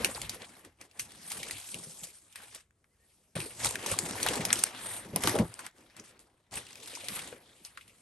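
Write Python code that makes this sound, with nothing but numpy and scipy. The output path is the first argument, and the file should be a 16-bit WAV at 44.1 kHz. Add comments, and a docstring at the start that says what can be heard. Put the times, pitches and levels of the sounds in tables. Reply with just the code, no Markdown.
"""In a small quiet room, crumpled brown paper is drawn out of a cardboard box close to a phone's two ports.
Creases buckle into a grainy rustle and sheets hiss as they slide: noise in bands plus many tiny rings.
Big folds snap (short noise bursts) and broad panels pop (short hollow notes).
The box walls thud (low ringing modes), rumble and boom (low noise); thin plastic trays tick.
A faint squeak wavers in one pause, and the room adds a soft steady noise."""
import sys
import numpy as np
from scipy import signal
from scipy.fft import rfft, irfft, next_fast_len
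from scipy.io import wavfile
from scipy.ndimage import uniform_filter1d

SR = 44100
rng = np.random.default_rng(int(sys.argv[2]) if len(sys.argv) > 2 else 0)


def log_audio(samples):
    """Write samples as a 16-bit WAV file to the path given in sys.argv[1]."""
    # one column per channel
    frames = np.atleast_2d(samples).T
    # limit to full scale, then quantise
    limited = np.clip(frames, -1, 1)
    pcm = np.round(limited * 32767).astype(np.int16)
    wavfile.write(sys.argv[1], SR, pcm)


N = 353241
TIME_S = np.arange(N) / SR
SIZE = next_fast_len(N + 8192)  # FFT length, with spare room after the end

# the paper's slow motion, one curve per pull or pause; each point is
# (time_s, rustle_db, sliding_hiss_db, box_rumble_db)
PULLS = [
    [(0.0, -43.5, -48, -40.5), (0.1, -47, -42.5, -43.5), (0.135, -52, -42.5, -53), (0.24, -50.5, -51, -56),
     (0.375, -66, -59, -57), (0.57, -59, -61.5, -63.5), (0.72, -75.5, -75, -81), (0.9, -76, -83, -82),
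     (0.99, -55.5, -58, -55)],
    [(1.0, -60, -40, -64), (1.075, -60, -59, -61), (1.28, -53, -51, -62.5), (1.37, -48.5, -45.5, -52),
     (1.52, -49.5, -48, -56.5), (1.59, -54, -47.5, -68.5), (1.99, -61, -47, -64), (2.22, -70, -61, -77),
     (2.345, -67.5, -67, -75), (2.39, -52, -57.5, -60), (2.53, -65, -54.5, -71)],
    [(2.65, -95.5, -95, -87), (2.86, -90, -80.5, -80.5), (3.1, -75.5, -68.5, -79.5), (3.351, -85, -75, -80)],
    [(3.355, -40, -40.5, -42.5), (3.55, -61, -51, -62.5), (3.77, -47, -49, -47.5), (4.0, -44.5, -42.5, -46),
     (4.18, -42.5, -42.5, -45), (4.33, -38.5, -37.5, -39.5), (4.52, -42.5, -47, -44.5),
     (4.575, -43.5, -37, -46.5), (4.73, -49.5, -56, -56.5)],
    [(4.85, -45, -43.5, -49), (4.97, -45.5, -42.5, -52.5), (5.09, -56, -59.5, -51.5),
     (5.21, -51, -44.5, -55), (5.3, -40, -35, -39.5), (5.4, -46, -49.5, -28.5), (5.5, -58.5, -60.5, -61),
     (5.67, -49, -51.5, -59.5), (5.72, -78, -78, -81.5)],
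    [(5.78, -64, -63.5, -62), (5.91, -65.5, -72.5, -70.5), (6.08, -63, -56, -68.5),
     (6.18, -69.5, -80, -68.5), (6.33, -77, -83.5, -77), (6.505, -80.5, -82.5, -80.5)],
    [(6.525, -50, -43.5, -48.5), (6.58, -46, -45.5, -53.5), (6.64, -57.5, -57, -62.5),
     (6.94, -51, -49.5, -59.5), (7.08, -48.5, -49, -56.5), (7.105, -44.5, -41, -51),
     (7.22, -47, -45, -53.5), (7.41, -63.5, -66, -65), (7.74, -68, -66.5, -70.5), (8.01, -70, -65, -69.5)],
]
# how the two ports hear: (pitch_hz, likeness from 0 to 1, left_lead_radians, left_minus_right_db)
PORTS = [(60, .988, 0, .6), (200, .982, 0, .4), (400, .94, .05, .9), (750, .79, .15, 1.6),
         (1400, .5, .2, 2.2), (3000, .66, .5, 1.8), (5200, .6, .5, 2.0), (7300, .7, .9, 2.2),
         (8600, .96, -.1, .4), (9500, .95, -1.8, .1), (10200, .994, -3.14, 0), (10900, .95, -4.5, 0),
         (11700, .95, -5.8, -.2), (16000, .8, -6.3, -.2)]


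def undb(db):
    """Turn decibels into a gain."""
    return 10 ** (np.asarray(db) / 20)


def unit(x):
    """Scale to an average strength (rms) of 1."""
    return x / np.sqrt(np.mean(x ** 2))


def over_hz(hz, value, size):
    """Read a table at every FFT bin, with straight lines between points on a log-pitch axis."""
    bins_hz = np.fft.rfftfreq(size, 1 / SR)
    return np.interp(np.log(bins_hz + 1), np.log(hz), value)


def colour(x, spectrum):
    """Filter a sound by a (pitch_hz, level_db) curve; white noise takes on that spectrum."""
    size = next_fast_len(x.shape[-1])
    hz, db = np.transpose(spectrum)
    shaped = rfft(x, size) * undb(over_hz(hz, db, size))
    return irfft(shaped, size)[..., :x.shape[-1]]


def fade(t, t60_s):
    """Die away evenly in decibels, by 60 dB in t60_s."""
    return np.exp(-np.log(1000) * t / t60_s)


def add(out, sound, s):
    """Mix a sound in at time s."""
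    i = int(s * SR)
    out[..., i:i + sound.shape[-1]] += sound[..., :out.shape[-1] - i]


def creases(per_s, spread_db, t60_s):
    """Loudness curve of random bucklings: many small, a few large, each dying away on its own."""
    when, size = rng.random(N), rng.exponential(size=N)
    kicks = (when < per_s / SR) * undb(2 * spread_db * np.minimum(size, 4.5))
    keep = np.exp(-2 * np.log(1000) / (t60_s * SR))  # share of power left after one sample
    already = [kicks.mean() / (1 - keep)]  # the buckling is under way at the start
    power = signal.lfilter([1], [1, -keep], kicks, zi=already)[0]
    return unit(np.sqrt(power + 1e-12))


def grainy(spectrum, lo_hz, hi_hz, count, shared, own_per_s, own_db, own_t60_s, tilt_db=0):
    """Noise bands that follow shared creases and their own, and drift. Rows: direct, scattered."""
    out = 0
    edges = np.geomspace(lo_hz, hi_hz, count + 1)
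    for lo, hi in zip(edges, edges[1:]):
        band_filter = signal.butter(2, [lo, hi], "band", fs=SR, output="sos")
        band = signal.sosfilt(band_filter, rng.standard_normal((2, N)))
        band = band * undb(tilt_db * np.log2(lo / 2000))  # tilt in dB per octave
        own = creases(own_per_s, own_db, own_t60_s)
        # the colour shifts as other sheets take the strain
        drift = creases(per_s=70., spread_db=2, t60_s=0.53)
        out = out + band * own * drift
    return unit(colour(out * shared, spectrum))


def pings(per_s, lo_hz, hi_hz, cycles, spread_db, size):
    """Small facets flip and ring briefly, each at its own pitch. Rows: direct, scattered."""
    chance = rng.random((4000, 5))
    start_s = np.cumsum(-np.log(chance[:, 0])) / per_s  # random gaps
    inside = start_s < N / SR
    chance = chance[inside]
    start = (start_s[inside] * SR).astype(int)
    hz = lo_hz * (hi_hz / lo_hz) ** chance[:, 1:2]
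    gain = undb(-spread_db * np.log(chance[:, 2:3] + 0.0023))
    k = np.arange(size)
    # "cycles" is the count at 1 kHz to die by 60 dB; high facets ring for more cycles
    ring = gain * (1 - k / size) * fade(k / SR, cycles / np.sqrt(hz * 1000.))
    place = (start[:, None] + k).ravel()
    rows = []
    for j in (3, 4):  # each row starts its waves at other points
        row = ring * np.sin(2 * np.pi * (hz * k / SR + chance[:, j:j + 1]))
        rows.append(np.bincount(place, row.ravel(), N + len(k))[:N])
    return unit(np.array(rows))


def bursts(steady_db, peaks_s, swells_s, fade_s, peaks_db):
    """Bursts that swell and fade, 20 dB per swell or fade time, added in power to a steady level."""
    after = np.arange(len(steady_db)) / 1000 - np.reshape(peaks_s, (-1, 1))  # one step per millisecond
    swells_s = np.maximum(np.reshape(swells_s, (-1, 1)), 1e-3)
    below = np.where(after < 0, -after / swells_s, after / fade_s)
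    burst_db = np.reshape(peaks_db, (-1, 1)) - 20 * below
    power = undb(2 * steady_db) + undb(2 * burst_db).sum(axis=0)
    return 10 * np.log10(power)


def motion():
    """Levels of rustle, hiss, rumble and boom: slow pulls, crunches on top, and the box shifting."""
    # the wad crunching as it is squeezed or catches:
    # (peak_s, swell_s, rustle_db, sliding_hiss_db, box_rumble_db)
    crunches = [(0.055, 0.017, -42, -59.5, -48.5), (0.158, 0.013, -42, -41.5, -48),
                (0.34, 0.072, -46, -47, -50), (0.419, 0.034, -43.5, -51.5, -52.5),
                (0.655, 0.04, -58, -60.5, -54), (0.816, 0.026, -50.5, -52.5, -55.5),
                (1.322, 0.097, -55, -40.5, -74), (1.674, 0.06, -60, -43, -73.5),
                (1.767, 0.055, -55, -67, -48), (2.037, 0.032, -56, -43.5, -59),
                (2.559, 0.039, -50.5, -46.5, -62.5), (3.656, 0.089, -35, -30, -43.5),
                (3.921, 0.091, -35, -31.5, -55), (4.268, 0.01, -31, -42, -54),
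                (4.298, 0.015, -39, -44, -60), (4.653, 0.21, -43.5, -34, -53.5),
                (5.164, 0.011, -39, -42, -34), (5.244, 0.022, -34, -42.5, -32.5),
                (5.278, 0.019, -38.5, -46, -42), (6.001, 0.06, -54, -72, -53.5),
                (6.201, 0.009, -61.5, -53, -67), (7.334, 0.05, -56, -62.5, -52.5),
                (7.655, 0.026, -57, -52, -76)]
    # the whole box shifting: (peak_s, swell_s, boom_db)
    shifts = [(0.24, 0.11, -43.5), (0.67, 0.053, -59.5), (1.02, 0.033, -53.5), (1.14, 0.04, -57.5),
              (1.4, 0.16, -57), (1.55, 0.078, -54), (3.37, 0.0064, -45), (3.41, 0.028, -52),
              (3.67, 0.12, -44), (3.92, 0.035, -42), (5.26, 0.027, -36), (5.41, 0.12, -39),
              (6.56, 0.026, -50.5), (7.85, 0.14, -67)]
    ms = np.arange(0, N / SR, .001)
    s, *steady = np.transpose(np.concatenate(PULLS))
    peak_s, swell_s, *peak_db = np.transpose(crunches)
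    levels = []
    for slow_db, crunch_db in zip(steady, peak_db):
        slow = np.interp(ms, s, slow_db)
        levels.append(bursts(slow, peak_s, swell_s, fade_s=0.06, peaks_db=crunch_db))
    shift_s, swell_s, shift_db = np.transpose(shifts)
    steady_boom = levels[-1] - 9.5  # between shifts the boom stays this many dB under the rumble
    levels.append(bursts(steady_boom, shift_s, swell_s, fade_s=0.092, peaks_db=shift_db))
    return [np.interp(TIME_S, ms, db) for db in levels]


def room():
    """The room's faint steady noise, strongest in the low pitches."""
    # colour of the room noise: (pitch_hz, level_db)
    room_colour = [(25, -10), (60, 8), (150, 0), (400, -14), (900, -19.5), (2000, -20.5), (4500, -28.5),
                   (9000, -21.5), (11800, -30), (13000, -63.5)]
    return undb(-75) * unit(colour(rng.standard_normal((2, N)), room_colour))


def squeak():
    """A thin tone whose pitch and strength flutter together."""
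    # path of the squeak before the flutter: (time_s, pitch_hz, level_db)
    squeak_path = [(2.88, 1870, -92), (2.915, 1990, -82), (2.932, 2050, -84), (2.952, 1810, -81),
                   (2.962, 1610, -78), (2.99, 1690, -89), (3.003, 1820, -77), (3.042, 1870, -72),
                   (3.053, 1875, -85), (3.09, 1890, -94), (3.11, 1900, -78), (3.13, 1700, -90)]
    s, hz, db = np.transpose(squeak_path)
    flutter = unit(uniform_filter1d(rng.standard_normal(N), size=400))
    level = undb(np.interp(TIME_S, s, db, left=-200, right=-200) + 3.1 * flutter)
    pitch_hz = np.interp(TIME_S, s, hz) * (1 + 0.0124 * flutter)
    tone = level * np.sin(2 * np.pi * np.cumsum(pitch_hz) / SR)
    return [[1], [0]] * tone  # direct sound only


def ticks():
    """Tilting the box ticks the trays: the same few modes, each a little detuned and rebalanced."""
    # ticks of the thin plastic trays: (start_s, peak_db)
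    tick_list = [(6.6675, -34), (6.708, -38), (6.7304, -35), (6.756, -32), (6.8019, -40), (6.822, -46),
                 (6.8428, -44), (6.8594, -37), (6.939, -35)]
    # ringing modes of a tray: (pitch_hz, level_db, time_to_fade_60_db_s)
    tray = [(2745, -4, 0.016), (4900, -4.5, 0.011), (6360, -6, 0.0088), (8200, -2, 0.0088)]
    out = np.zeros((2, N))
    t = np.arange(int(.05 * SR)) / SR
    hz, mode_db, t60 = np.transpose(tray)[..., None]
    changes = rng.standard_normal((len(tick_list), 4, len(tray), 1))
    for (s, db), (detune, weight, *turn) in zip(tick_list, changes):
        waves = np.sin(2 * np.pi * (hz * (1 + 0.029 * detune) * t + np.array(turn)))
        ring = (undb(mode_db + 2.4 * weight) * fade(t, t60) * waves).sum(axis=1)
        add(out, undb(db) * ring / np.abs(ring).max(), s)
    return out


def skim():
    """A flat sheet skims the box edge: a smooth hiss in one narrow high band."""
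    # loudness of the skim: (time_s, level_db)
    skim_level = [(4.78, -71), (4.87, -45), (5.0, -45), (5.04, -72)]
    # its colour: (pitch_hz, level_db)
    skim_colour = [(7300, -30), (7900, 1), (9200, 11), (9900, -33)]
    s, db = np.transpose(skim_level)
    level = undb(np.interp(TIME_S, s, db, left=-200, right=-200))
    return level * unit(colour(rng.standard_normal((2, N)), skim_colour))


def flaps():
    """Broad panels pop over: each rings briefly at its own pitch, with a rough close partner."""
    # popping panels: (start_s, level_db, pitch_hz)
    flap_list = [(0.002, -34.5, 231), (0.004, -30.5, 470), (0.047, -35, 350), (0.089, -32, 546),
                 (0.151, -37.5, 514), (0.178, -32.5, 860), (0.425, -42, 472), (1.313, -36, 834),
                 (3.365, -31, 584), (3.387, -33.5, 370), (3.461, -36.5, 434), (3.709, -35.5, 463),
                 (3.709, -30.5, 1010), (3.86, -29, 960), (3.94, -23, 1130), (4.153, -28, 940),
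                 (4.263, -20, 805), (4.308, -27, 490), (4.367, -38.5, 412), (5.162, -31.5, 720),
                 (5.274, -24, 311), (5.342, -27.5, 318), (5.365, -26, 585), (5.394, -29.5, 204),
                 (6.972, -35.5, 950), (7.037, -39.5, 560), (7.326, -34, 494)]
    out = np.zeros((2, N))
    t = np.arange(int(.2 * SR)) / SR
    for (s, db, hz), turn in zip(flap_list, rng.random((len(flap_list), 4))):
        note = np.sin(2 * np.pi * (hz * t + turn[:2, None]))
        note = note + 0.2 * np.sin(2 * np.pi * (1.17 * hz * t + turn[2:, None]))
        # rises in 1.6 ms and dies by 60 dB in 21.3 cycles
        shape = np.minimum(t / 0.0016, 1) * fade(t, 21.3 / hz)
        add(out, undb(db) * note * shape, s)
    return out


def box(rumble_db, boom_db):
    """The walls ring low when knocked, rumble while the paper drags and boom when the box shifts."""
    # knocks on the walls: (start_s, level_db, favoured_pitch_hz)
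    thuds = [(0.05, -26, 353), (0.239, -33, 120), (1.745, -35, 167), (1.796, -37, 166), (1.868, -35.5, 190),
             (2.02, -41, 167), (3.361, -19, 106), (3.913, -23, 493), (4.022, -25.5, 200),
             (4.289, -24.5, 477), (4.392, -19.5, 220), (5.049, -31.5, 296), (5.133, -20.5, 202),
             (5.243, -18, 378), (5.399, -11, 121)]
    # ringing modes of the walls: (pitch_hz, level_db, time_to_fade_60_db_s)
    modes = [(119.3, -5.5, 0.091), (167, -4, 0.13), (207, -3, 0.06), (390, 1.5, 0.041), (479, -3.5, 0.046),
             (533, 1.5, 0.052)]
    # colour of the rumble: (pitch_hz, level_db)
    rumble_colour = [(90, -39.5), (160, -3.5), (220, -1.5), (330, -2.5), (500, -3.5), (800, -9),
                     (1200, -13), (2000, -39.5)]
    # colour of the boom: (pitch_hz, level_db)
    boom_colour = [(25, -27), (40, -15.5), (52, 5), (70, 0), (112, 9.5), (160, -4.5), (260, -60)]
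    rumble = grainy(rumble_colour, 93.8, 1800., shared=1., count=6,
                    own_per_s=80.0, own_db=2.5, own_t60_s=0.24)
    low_pings = pings(per_s=90., lo_hz=176.2, hi_hz=1131.0, cycles=110.0, spread_db=3.0, size=5000)
    boom = unit(colour(rng.standard_normal((2, N)), boom_colour))
    out = undb(rumble_db) * rumble + undb(rumble_db - 12.0) * low_pings + undb(boom_db) * boom
    t = np.arange(int(.3 * SR)) / SR
    for s, db, near_hz in thuds:
        detune = 1 + 0.028 * rng.standard_normal(len(modes))
        turn = rng.random(len(modes))
        knock = 0
        for (hz, mode_db, t60), d, p in zip(modes, detune, turn):
            # the place of the blow favours the modes near one pitch
            gain = undb(mode_db - 6.1 * abs(np.log2(hz / near_hz)))
            knock = knock + gain * fade(t, t60) * np.sin(2 * np.pi * (hz * d * t + p))
        soft_start = 1 - np.exp(-t / 0.01)  # cardboard gives softly
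        add(out[0], undb(db) * knock * soft_start, s)
    return out


def snaps():
    """A fold lets go in a few milliseconds around its own pitch; the sheet shivers after it."""
    # folds giving way: (start_s, peak_db, ring_pitch_hz,
    # broad_crack_db against the ring, shiver_db against the burst)
    snap_list = [(0.0457, -7.5, 9260, 27, -6), (0.1473, -31.5, 4560, -7, 10), (0.216, -18.5, 8000, 10, -5),
                 (0.294, -21, 5500, 5, -4), (0.4194, -34, 3730, -21, -29), (0.648, -40, 8510, 14, -3),
                 (0.812, -35.5, 5800, 1, -14), (0.9118, -46.5, 2570, 5, 0), (0.9947, -17.5, 5160, 10, 1),
                 (1.119, -37.5, 8410, 9, -17), (1.3023, -29.5, 9400, 15, 11), (1.317, -22, 7630, 15, 7),
                 (1.401, -32.5, 2530, -1, 0), (1.4296, -24.5, 2220, 2, 6), (1.485, -30, 2860, 8, 1),
                 (1.5093, -20.5, 2060, 9, -1), (1.743, -21, 2690, -2, -18), (2.3248, -41.5, 2880, 5, 12),
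                 (2.357, -29, 2030, 6, 3), (2.547, -32.5, 8620, 15, 3), (2.707, -54.5, 1384, -5, -14),
                 (2.842, -54.5, 1360, -8.5, -9), (3.402, -22.5, 2360, 4, 1), (3.6458, -12, 2190, 7, -9),
                 (3.658, -16, 5500, 13, -6), (3.668, -21.5, 4050, -1, 2), (3.708, -22, 8860, 4, -11),
                 (3.7553, -19, 1650, -3.5, -15), (3.861, -20, 3350, 14, 12), (3.914, -17.5, 9800, -24, 3),
                 (3.9879, -11, 7500, 2, -9), (4.109, -21.5, 3900, 18, -21), (4.229, -14, 9200, 6, -3),
                 (4.2628, -15, 1320, -0.5, -5), (4.286, -13, 3200, 0, -13), (4.355, -22.5, 9150, 7, 12),
                 (4.451, -12.5, 3860, 20, -6), (4.5032, -22, 1410, -24, 0), (4.5037, -21, 4100, -14, -13),
                 (4.5282, -4.5, 8300, -0.5, -14), (4.556, -23, 3030, 2.5, 2), (4.589, -21.5, 9200, 19, 15),
                 (4.637, -6.5, 9350, -4.5, -30), (5.16, -12.5, 10820, -1.5, -16),
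                 (5.236, -14.5, 1160, 7.5, 3), (5.2722, -11.5, 2820, 3, -4), (5.274, -13, 970, -8, -7),
                 (5.294, -18, 8550, 4, -20), (5.363, -24, 940, -4, -10), (5.3872, -22, 1790, 1, -5),
                 (5.5398, -30.5, 8850, 1.5, -26), (5.591, -28.5, 1090, 0, 11), (5.664, -27, 8700, 1, -28),
                 (5.666, -33.5, 1600, -18, -15), (5.782, -49, 1820, 0.5, -9), (5.965, -38.5, 1320, 6, 6),
                 (5.9967, -34, 6000, -6.5, -9), (6.192, -42, 4100, 5.5, -21),
                 (6.5108, -43.5, 2810, 5.5, -14), (6.539, -31, 7900, 14, -9), (6.555, -26.5, 9600, -4, 5),
                 (6.571, -33.5, 2270, -11, -8), (6.8738, -32, 3760, 11, 16), (6.951, -27, 6050, -1, 6),
                 (7.084, -22.5, 2420, -0.5, -4.5), (7.0842, -21, 4770, 6, -14), (7.1906, -28, 2200, 1, 6),
                 (7.274, -39, 7500, -2, -12), (7.326, -39, 1300, -15, -15), (7.649, -30, 5420, 0, -5.5),
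                 (7.7733, -32.5, 1320, -8, 1), (7.7728, -39.5, 2780, -6, -8), (7.7743, -51, 4050, -12, -22),
                 (7.81, -40, 2450, -6, 7), (7.8776, -43.5, 3060, 8, 8), (7.895, -49.5, 2360, -3, 8)]
    # colour of the broad crack: (pitch_hz, level_db)
    crack_colour = [(300, -15), (1000, -9), (3000, -1), (8000, -0.5), (10500, 7), (12500, -10),
                    (13300, -41.5), (16500, -54)]
    out = np.zeros((2, N))
    t = np.arange(int(.15 * SR)) / SR
    burst = np.minimum(t / 0.0011, 1) * fade(t, 0.42) / (1 + (t / 0.0026) ** 6)
    shiver = np.minimum(t / 0.00088, 1) * fade(t, 0.089)
    for s, db, hz, broad_db, shiver_db in snap_list:
        noise = rng.standard_normal((2, 2, len(t)))
        # each fold has peaks and dips of its own across its crack, about 3.5 dB
        lump_db = 3.5 * np.append(rng.standard_normal(15), 0)
        lumps = np.transpose([np.linspace(500, 9000, num=16), lump_db])
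        ring_colour = [(hz / 1.3, -36), (hz / 1.26, -5), (hz, 0),
                       (hz + 900, -5), (hz + 3200, -30), (hz + 6000, -70)]
        ring = unit(colour(noise[0], ring_colour))
        crack = unit(colour(colour(noise[1], crack_colour), lumps))
        snap = (ring + undb(broad_db) * crack) * (burst + undb(shiver_db) * shiver)
        add(out, undb(db) * snap / np.abs(snap).max(axis=1, keepdims=True), s)
    return out


def paper(rustle_db, hiss_db):
    """Creases buckle all over the wad while the sheets slide on each other."""
    # spells when flat sheets mostly slide: (start_s, end_s); one that ends before it starts is empty
    slides = [(2.65, 3.34), (4.76, 4.6), (7.42, 8.1)]
    # brightness of the rustle, one value for each pull: tilt in dB per octave
    bright = [0.79, 2.3, 0.24, 0, 0, 0, 2.8]
    # colour of the rustle: (pitch_hz, level_db)
    rustle_colour = [(350, -11.5), (700, 6), (1200, 5), (2200, 6.5), (3800, 1.5), (6000, -7), (8500, -17.5)]
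    # colour of the sliding hiss: (pitch_hz, level_db)
    hiss_colour = [(3500, -13.5), (6000, -9.5), (7400, -8), (8700, -3.5), (10300, 0), (11500, -5.5),
                   (12400, -30.5), (13000, -54), (16000, -64.5)]
    wad = creases(per_s=440.0, spread_db=6.5, t60_s=0.041)
    sliding = np.any([(TIME_S > a) & (TIME_S < b) for a, b in slides], axis=0)
    wad = wad ** np.where(sliding, 0.45, 1)  # a slide evens out the crackle
    pull_starts = [pull[0][0] for pull in PULLS]
    pull_now = np.searchsorted(pull_starts, TIME_S, "right") - 1
    tilt_db = uniform_filter1d(np.array(bright, float)[pull_now], size=2000)
    # powers below 1 soften the shared ups and downs
    rustle = grainy(rustle_colour, 248.0, 9360.0, shared=wad ** 0.31, count=10,
                    own_per_s=180.0, own_db=2.5, own_t60_s=0.16, tilt_db=tilt_db)
    facets = pings(per_s=440.0, lo_hz=485.0, hi_hz=9760.0, cycles=45.0, spread_db=9.5, size=1400)
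    # small dry crinkles, silent in a slide
    crinkles = pings(per_s=300., lo_hz=1000., hi_hz=7300.0, cycles=9.9, spread_db=4.5, size=700)
    rustle = rustle + undb(-20.5) * facets + undb(-11.0) * ~sliding * crinkles
    hiss = grainy(hiss_colour, 3000., 13470.0, shared=wad ** 0.33, count=6,
                  own_per_s=98.0, own_db=3.0, own_t60_s=0.56)
    return undb(rustle_db) * rustle + undb(hiss_db) * hiss


def scene():
    """Mix all sources; each port hears the direct sound plus scatter of opposite sign."""
    rustle_db, hiss_db, rumble_db, boom_db = motion()
    mix = room() + squeak() + ticks() + skim() + flaps()
    mix = mix + box(rumble_db, boom_db) + snaps() + paper(rustle_db, hiss_db)
    direct, scattered = rfft(mix, SIZE)
    hz, alike = np.transpose(PORTS)[:2]
    alike = np.clip(over_hz(hz, alike, SIZE), 0, 1)
    same = np.sqrt((1 + alike) / 2) * direct
    opposite = np.sqrt((1 - alike) / 2) * scattered * [[1], [-1]]
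    return irfft(same + opposite, SIZE)[:, :N]


def record(dry):
    """The ports differ in loudness and timing with pitch; a steep filter removes the top."""
    hz, _, lead, balance_db = np.transpose(PORTS)
    tilt = undb(over_hz(hz, balance_db, SIZE) / 2)  # half the difference goes to each side
    left = tilt * np.exp(1j * over_hz(hz, lead, SIZE))
    heard = irfft(rfft(dry, SIZE) * [left, 1 / tilt], SIZE)[:, :N]
    top_cut = signal.ellip(10, .2, 80, 16400, fs=SR, output="sos")  # low-pass edge in Hz
    return signal.sosfilt(top_cut, heard)


dry = scene()
out = record(dry)
log_audio(out)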